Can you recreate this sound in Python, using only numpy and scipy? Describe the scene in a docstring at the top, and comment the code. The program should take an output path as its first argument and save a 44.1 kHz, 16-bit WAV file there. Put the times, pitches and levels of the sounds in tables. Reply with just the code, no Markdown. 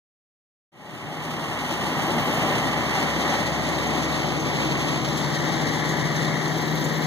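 """A deep diesel throb fades in: a heavy tractor crawls past, hauling a trailer with a droning power pack.
The firing cylinders make the exhaust rumble, the engine block roar and the valve gear clatter.
A cooling fan hums, gears whine faintly, a slipping belt chirps in two bouts and loose steel clinks.
Two close microphones hear the rig go by, and their stereo image is widened."""
import sys
import numpy as np
from scipy.fft import rfft, irfft, next_fast_len
from scipy.io import wavfile
from scipy.ndimage import map_coordinates

SR = 44100
rng = np.random.default_rng(int(sys.argv[2]) if len(sys.argv) > 2 else 0)


def generate_wav(signal):
    """Clip the signal to [-1, 1] and save it as 16-bit WAV at the path in sys.argv[1]."""
    frames = np.transpose(np.atleast_2d(signal))
    scaled = np.clip(frames, -1, 1) * 32767
    pcm = np.round(scaled).astype(np.int16)
    wavfile.write(sys.argv[1], SR, pcm)


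N = 311346
T = np.arange(N) / SR

SHAFT_HZ, PACK_HZ = 22.46, 70.12  # crankshaft turns and power pack beats per second
CYLINDERS, FAN_BLADES, SPEED_M_PER_S = 6, 7, 1.8

# gear whines: (f/Hz, level/dB)
GEAR_WHINES = [(447, -51), (581, -51.5), (629, -51), (839, -52.5), (982, -52), (1906, -60), (2151, -51.5),
               (2290, -54)]
# clinks of loose steel: (t/s, relative level/dB, f/Hz, time to die by 60 dB/s, scrape against ring/dB)
CLINKS = [(1.672, -43, 6000, .12, -2), (2.02, -43, 6460, .1, 2), (2.3444, -42, 6500, .1, 3),
          (2.582, -39, 6300, .12, -7), (3.2994, -35, 6200, .11, -12), (3.3594, -41, 6200, 0.11, -4),
          (3.6884, -37, 6300, .07, -5), (3.782, -30, 3700, 0.077, -12), (3.8694, -37, 6350, .11, -7),
          (4.0432, -33, 6090, 0.054, -9), (4.3959, -35.5, 6240, .15, -13), (5.1716, -36, 7170, 0.13, -4),
          (5.8894, -36, 6590, 0.2, -10), (6.1609, -32, 6230, .07, -16), (6.4782, -35, 6230, .06, -14),
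          (6.8409, -34.5, 6900, .12, -9)]
# bouts of belt slip: (loudest at t/s, level/dB, f/Hz, fall in pitch/(Hz per s))
BELT_SLIPS = [(2.29, -46.3, 14000, 350), (6.798, -46.5, 14270, 1100)]
# hums as the rig shows different sides: (t/s, fan level/dB, its octave/dB, power pack's octave/dB)
HUM_LEVELS = [(1.25, -28, -45, -47), (1.75, -36, -36, -43), (2.3, -26.5, -42, -30), (3.1, -32, -48, -34),
              (3.75, -27.5, -35, -40), (4.25, -26, -34.5, -28), (4.8, -27.5, -27.5, -23.5),
              (5.3, -22.5, -36, -24), (5.6, -22.5, -36.5, -26), (6.35, -20, -33.5, -28),
              (7.0, -19.5, -37, -27)]
# the power pack's casing, hidden while the tractor is alongside: (t/s, level/dB)
CASING_LEVELS = [(1.8, -41), (2.7, -38), (3.4, -39.5), (4.3, -43), (4.6, -42.5), (5.05, -42.5), (5.4, -38),
                 (6.0, -37), (6.6, -39)]
# brief swells and dips of the engine sound: (t/s, level change/dB)
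SWELLS = [(2.44, 1.2), (2.68, -0.5), (3.0, 1.2), (3.14, 0), (3.32, 2), (3.55, -1), (3.9, 0.5), (4.4, -2.7),
          (5.02, -2), (5.55, 0.7), (6.3, 0.7), (6.72, -0.8), (6.95, -0.4)]
# ringing engine panels: (f/Hz, width/Hz, relative level/dB)
PANEL_RINGS = [(579, 17, -4.5), (729, 32, -8), (793, 30, -12.5), (847, 45, -10), (1020, 55, -10),
               (1147, 30, -10)]
# the tone colour of each noise: (f/Hz, relative level/dB)
SCRAPE_COLOUR = [(1500, -20), (3500, -8), (6400, -3), (10500, 1), (14000, -3), (15700, -12)]
PACK_COLOUR = [(60, -20), (150, -4), (260, 7), (370, 5.5), (520, -1), (640, -17), (900, -33)]
CASING_COLOUR = [(1300, -13), (1600, -0.5), (1750, 5), (1920, 10), (2050, 6), (2300, 1.5), (2800, -35),
                 (4000, -9.5)]
CLATTER_COLOUR = [(1200, -34), (2500, -2.5), (3400, 1.5), (4200, 0), (4600, -3), (5000, -3), (5600, -4.5),
                  (6300, -4.5), (7300, -7), (8300, -63), (11000, -56)]
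SIZZLE_COLOUR = [(5000, -42), (7800, -0.5), (9000, 5), (10500, -3), (12500, 1), (14000, -3), (15000, -1),
                 (15700, -12)]
BLOCK_COLOUR = [(300, -56), (430, -13.5), (520, -3.5), (600, -0.5), (680, -2), (790, -1), (950, -5),
                (1200, -5.5), (1500, -12.5), (2000, -20.5), (3200, -15), (5000, -64)]
EXHAUST_COLOUR = [(20, -28), (45, -21), (80, -14), (97, -6.5), (115, 0), (190, -2.5), (250, -4), (330, -7),
                  (420, -15.5), (600, -22.5)]
# which stereo image is heard: (t/s, image: 0 = first, 1 = second, 2 = third, blended in between)
IMAGE_BLEND = [(1.2, 0.092), (2.55, 0.2), (3.1, 0.35), (4.95, 1.1), (5.25, 1.78), (7.06, 1.84)]
# the microphones' difference against their sum in each image: # (f/Hz, level/dB, share in step, share a quarter
# cycle out of step)
STEREO_FIRST = [(70, -22, 0.96, 0.04), (150, -20, 0.86, 0.11), (316, -20.5, -0.42, 0.54),
                (547, -8, 0.14, 0.61), (926, -12, -0.33, 0.56), (1550, 5, 0.37, 0.34),
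                (1900, 2, 0.097, 0.51), (2300, 1, 0.57, 0.36), (3000, 7, -0.56, 0.28),
                (4500, 0, 0.5, -0.16), (6650, 4, 0.36, -0.01), (12000, 0.5, 0.21, 0.02)]
STEREO_SECOND = [(70, -20, 0.88, -0.28), (150, -21, 1, 0.46), (328, -13.5, 0.35, 0.43),
                 (560, -5.5, 0.34, 0.61), (970, -2.5, -0.2, 0.69), (1550, 8.5, 0.18, 0.35),
                 (1900, 4.5, 0.86, -0.16), (2300, 5.5, 0.69, 0.38), (3000, 2.5, 0.9, -0.31),
                 (4500, -0.5, 0.48, 0.067), (6300, 0, 0.6, -0.01), (12000, 1.5, 0.06, -0.02)]
STEREO_THIRD = [(70, -22, 0.87, 0.24), (150, -18, 0.61, 0.45), (330, -15, -0.18, 0.77),
                (600, -5.5, 0.03, 0.78), (1000, -1, -0.2, 0.63), (1550, 12, -0.6, 0.25),
                (1900, 1.5, -0.56, -0.74), (2300, -4, 0.05, -0.61), (3000, -1, 0.73, 0.02),
                (4500, -2, 0.45, 0.05), (6300, 2.5, 0.49, -0.01), (12000, 1, 0.02, 0.01)]


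def amp(db):
    """Turn decibels into a gain."""
    return 10 ** (np.asarray(db) / 20)


def unit(x):
    """Scale to an average power of 1."""
    return x / np.sqrt(np.mean(x ** 2) + 1e-20)


def bump(x, width):
    """A smooth hump of height 1 around x = 0."""
    return np.exp(-(x / width) ** 2)


def wobble(rate):
    """A smooth random curve with rate new values a second."""
    return map_coordinates(rng.standard_normal(int(N * rate / SR) + 4), [T * rate], mode="nearest")


def over_pitch(rows, hz):
    """Read a table's columns at the frequencies hz, on a log scale."""
    freqs, *columns = np.transpose(rows)
    return [np.interp(np.log(hz + 1), np.log(freqs + 1), column) for column in columns]


def over_time(rows):
    """Read a table's columns at every sample."""
    times, *columns = np.transpose(rows)
    return [np.interp(T, times, column) for column in columns]


def filtered(x, response):
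    """Filter x with a response given as a function of frequency."""
    size = next_fast_len(N + SR // 4, real=True)
    return irfft(rfft(x, size) * response(np.fft.rfftfreq(size, 1 / SR)), size)[..., :N]


def coloured(x, colour):
    """Give x a tone colour that ends at the table's last row, at power 1."""
    return unit(filtered(x, lambda hz: amp(over_pitch(colour, hz)[0]) * (hz < colour[-1][0])))


def add(out, start_s, sound):
    """Mix a short sound into out."""
    part = out[..., round(start_s * SR):][..., :sound.shape[-1]]
    part += sound[..., :part.shape[-1]]


def passing(loudest_at_m, half_power_m, db):
    """Level in dB of a part rolling by: direct sound weakens with distance, scattered sound stays."""
    near = 1 / (1 + ((SPEED_M_PER_S * T - loudest_at_m) / half_power_m) ** 2)
    scattered_share = 0.044
    return db + 10 * np.log10(scattered_share + (1 - scattered_share) * near)


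def stretch(at_m, width_m):
    """Rises to 1 and falls again as the rig rolls over a stretch of road."""
    return bump(SPEED_M_PER_S * T - at_m, width_m)


def drone(cycles, db, waver_db, drift_rad):
    """A tone that wavers in level and phase."""
    return amp(db + waver_db * wobble(15)) * np.sin(2 * np.pi * cycles + drift_rad * wobble(12))


def gears(turns):
    """Gears whine faintly in step with the shaft; higher whines drift more."""
    return sum(drone(hz * turns / SHAFT_HZ, db, waver_db=4.0, drift_rad=hz / 1280)
               for hz, db in GEAR_WHINES)


def belt(turn_s=0.045, second_squeak_s=0.0127):
    """A slipping belt squeaks twice a turn and rubs around each squeak; a bout swells, sags and fades."""
    out = np.zeros(N)
    t = np.arange(-SR // 60, SR // 60) / SR

    def rasp(hz, width_s, blur_hz):
        """A brief, rough tone."""
        pitch_hz = hz + blur_hz * rng.standard_normal(len(t))
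        return bump(t, width_s) * np.sin(2 * np.pi * np.cumsum(pitch_hz) / SR)

    for peak_s, db, pitch_hz, sag in BELT_SLIPS:
        turn_lags = np.arange(-9, 10) * turn_s
        grips_db = rng.uniform(-1, 1, len(turn_lags))  # the belt grips differently on every turn
        for turn_lag, grip_db in zip(turn_lags, grips_db):
            for lag in turn_lag, turn_lag + second_squeak_s:
                size_db, detune_hz, late_s = rng.standard_normal(3) * (1.4, 70, 0.0007)
                hz = pitch_hz - sag * lag + detune_hz
                squeak = amp(size_db) * rasp(hz, width_s=0.0022, blur_hz=900)
                rub = amp(-11) * rasp(hz, width_s=0.009, blur_hz=2200)
                gain = amp(db - grip_db) * bump(lag, 0.33)
                add(out, peak_s + lag + late_s + t[0], gain * (squeak + rub))
    return out


def fittings(attack_s=0.0006, blur_hz=1530):
    """Loose steel clinks: each piece rings at its own rough pitch under a bright scrape."""
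    rings, scrape_gain = np.zeros((2, N)), np.zeros(N)
    age = np.arange(SR // 4) / SR
    for start_s, db, ring_hz, decay_s, scrape_db in CLINKS:
        envelope = amp(db - 60 * age / decay_s) * (1 - np.exp(-age / attack_s))
        pitch_hz = ring_hz + blur_hz * rng.standard_normal((2, len(age)))
        ring = unit(np.sin(2 * np.pi * np.cumsum(pitch_hz, axis=1) / SR))
        add(rings, start_s, envelope * ring)
        add(scrape_gain, start_s, envelope * amp(scrape_db))
    scrapes = scrape_gain * coloured(rng.standard_normal((2, N)), SCRAPE_COLOUR)
    return amp(-5.5) * (rings + scrapes)


def fan_and_pack_hums(turns, pack_cycles):
    """The fan's blades and the power pack's exhaust each hum a note and the octave above it."""
    fan_db, fan_octave_db, pack_octave_db = over_time(HUM_LEVELS)
    fan = drone(FAN_BLADES * turns, fan_db, waver_db=0.6, drift_rad=0.055)
    fan += drone(2 * FAN_BLADES * turns, fan_octave_db, waver_db=1.5, drift_rad=0.26)
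    pack = drone(pack_cycles, passing(6.6, 2.1, db=-26), waver_db=1.5, drift_rad=0.03)
    pack += drone(2 * pack_cycles, pack_octave_db, waver_db=0.4, drift_rad=0.1)
    return fan + pack


def combustion(turns, repeat_share):
    """Noise of burning fuel, direct and scattered; part of it repeats every two turns of the shaft."""
    size = round(2 * SR / SHAFT_HZ)
    overtones = np.exp(2j * np.pi * rng.random((2, size // 2 + 1)))
    cycle = unit(irfft(overtones, size))
    repeating = cycle[:, (turns / 2 % 1 * size).astype(int)]
    return np.sqrt(repeat_share) * repeating + np.sqrt(1 - repeat_share) * rng.standard_normal((2, N))


def firings(strokes):
    """Each cylinder in turn gives a dying knock of its own strength."""
    sizes = np.exp(rng.standard_normal(CYLINDERS))
    knocks = sizes[strokes.astype(int) % CYLINDERS] * np.exp(-3 * (strokes % 1))
    return unit(knocks - knocks.mean())


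def hard_firings(strokes):
    """Now and then a cylinder fires harder: a sudden jump that dies away within the stroke."""
    sizes = rng.exponential(size=N // 100)[strokes.astype(int)] ** 2
    knocks = np.tanh(sizes * np.exp(-2 * (strokes % 1)) / 4)
    return unit(knocks - knocks.mean())


def pack_rumble(shake):
    """The power pack rumbles, pulsing with its own beat."""
    pulsing = rng.standard_normal((2, N)) * amp(1.4 * shake)
    return amp(passing(13.2, 3.8, db=-33.5)) * coloured(pulsing, PACK_COLOUR)


def pack_casing(turns, throb_db):
    """The power pack's shaken casing gives a bright, throbbing buzz."""
    buzz = combustion(turns, repeat_share=0.26) * amp(throb_db)
    return amp(over_time(CASING_LEVELS)[0]) * coloured(buzz, CASING_COLOUR)


def valve_gear(turns, throb_db, bay_db):
    """Valve gear and chains chatter with the engine's cycle and at random, under a high sizzle."""
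    chatter_db = throb_db + 0.43 * np.cos(np.pi * turns) + 0.84 * wobble(40) + 0.74 * wobble(160)
    chatter = combustion(turns, repeat_share=0.065) * amp(chatter_db)
    clatter = amp(passing(8.63, 4.83, db=-40)) * coloured(chatter, CLATTER_COLOUR)
    hiss = rng.standard_normal((2, N)) * amp(1.1 * chatter_db + 0.7 * wobble(300))
    sizzle = amp(passing(1.3, 10.2, db=-52.5) + bay_db) * coloured(hiss, SIZZLE_COLOUR)
    return clatter + sizzle


def engine_block(turns, throb_db, flutter_db=1.6):
    """The block roars and shakes its panels, whose narrow rings come and go."""
    roar = coloured(combustion(turns, repeat_share=0.25) * amp(throb_db), BLOCK_COLOUR)
    rings = 0
    for hz, width, db in PANEL_RINGS:
        ring = filtered(roar, lambda f: 1j * f * width / (hz * hz - f * f + 1j * f * width))
        rings += amp(db + flutter_db * wobble(3.97)) * ring
    return amp(passing(4.35, 6.2, db=-33)) * unit(roar + rings)


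def exhaust(turns, knock):
    """The exhaust rumbles with each firing; the cab hides it for a moment."""
    puffs = combustion(turns, repeat_share=0.13) * amp(0.57 * knock + 0.77 * wobble(28))
    cab_db = -3.5 * stretch(at_m=2.84, width_m=0.15)
    return amp(-25 + cab_db) * coloured(puffs, EXHAUST_COLOUR)


def diesels(turns, pack_cycles):
    """The beats of the tractor's engine and the power pack make their noisy parts throb."""
    strokes = turns * CYLINDERS / 2
    knock, hard = firings(strokes), hard_firings(strokes)
    lope = unit(np.exp(-4 * (turns % 1)) - 1 / 4)  # one heavier beat each turn of the shaft
    shake = np.cos(2 * np.pi * pack_cycles)
    blades = np.cos(2 * np.pi * FAN_BLADES * turns)
    bay_db = 0.9 * stretch(at_m=4.3, width_m=0.72)  # the engine bay faces the microphones
    grille_db = 0.95 * stretch(at_m=4.28, width_m=0.47)  # the open grille lets out more roar
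    swell_db = sum(db * bump(T - at_s, 0.075) for at_s, db in SWELLS)
    puffs = exhaust(turns, knock)
    rumble = pack_rumble(shake)
    roar = engine_block(turns, 0.62 * hard + 0.35 * knock + 0.5 * lope + 0.37 * shake)
    buzz = pack_casing(turns, 0.7 * lope + 0.61 * shake + 0.3 * blades + 0.5 * hard)
    clatter = valve_gear(turns, 0.18 * knock + 0.62 * hard + 0.13 * lope + 0.19 * shake, bay_db)
    body = amp(bay_db + grille_db) * (puffs + roar) + buzz
    return rumble + amp(swell_db) * body + amp(0.84 * swell_db) * clatter  # the treble swells less


def microphone_difference(direct, scattered, image):
    """What differs between the two microphones in one stereo image."""
    def response(hz):
        db, in_step, quarter_cycle = over_pitch(image, hz)
        direct_gain = in_step + 1j * quarter_cycle
        scattered_gain = np.sqrt(np.clip(1 - abs(direct_gain) ** 2, 0, 1))
        return amp(db) * np.array([direct_gain, scattered_gain])
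    return filtered(np.array([direct, scattered]), response).sum(axis=0)


def scene():
    """The whole rig at two microphones; the stereo image glides from one image to the next."""
    turns = np.cumsum(SHAFT_HZ * (1 + 0.001024 * wobble(3))) / SR
    pack_cycles = np.cumsum(PACK_HZ * (1 + 0.0018 * wobble(4.23))) / SR
    direct, scattered = diesels(turns, pack_cycles) + fittings()
    direct = direct + fan_and_pack_hums(turns, pack_cycles) + gears(turns) + belt()
    blend = over_time(IMAGE_BLEND)[0]
    side = np.zeros(N)
    for index, image in enumerate([STEREO_FIRST, STEREO_SECOND, STEREO_THIRD]):
        weight = np.maximum(1 - abs(blend - index), 0)
        side += weight * microphone_difference(direct, scattered, image)
    return np.array([direct + side, direct - side])


def record(dry):
    """Widen the image by taking a late copy of each channel from the other; fade in; cut the top."""
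    delay_s, top_hz = 17 / SR, 15750
    fade_start_s, fade_length_s = 0.718, 1.27
    wide = dry - filtered(dry[::-1], lambda hz: np.exp(-2j * np.pi * hz * delay_s))
    fade = np.clip((T - fade_start_s) / fade_length_s, 0, 1) ** 0.8  # steepest at first
    return filtered(wide * fade, lambda hz: hz < top_hz)


dry = scene()
out = record(dry)
generate_wav(out)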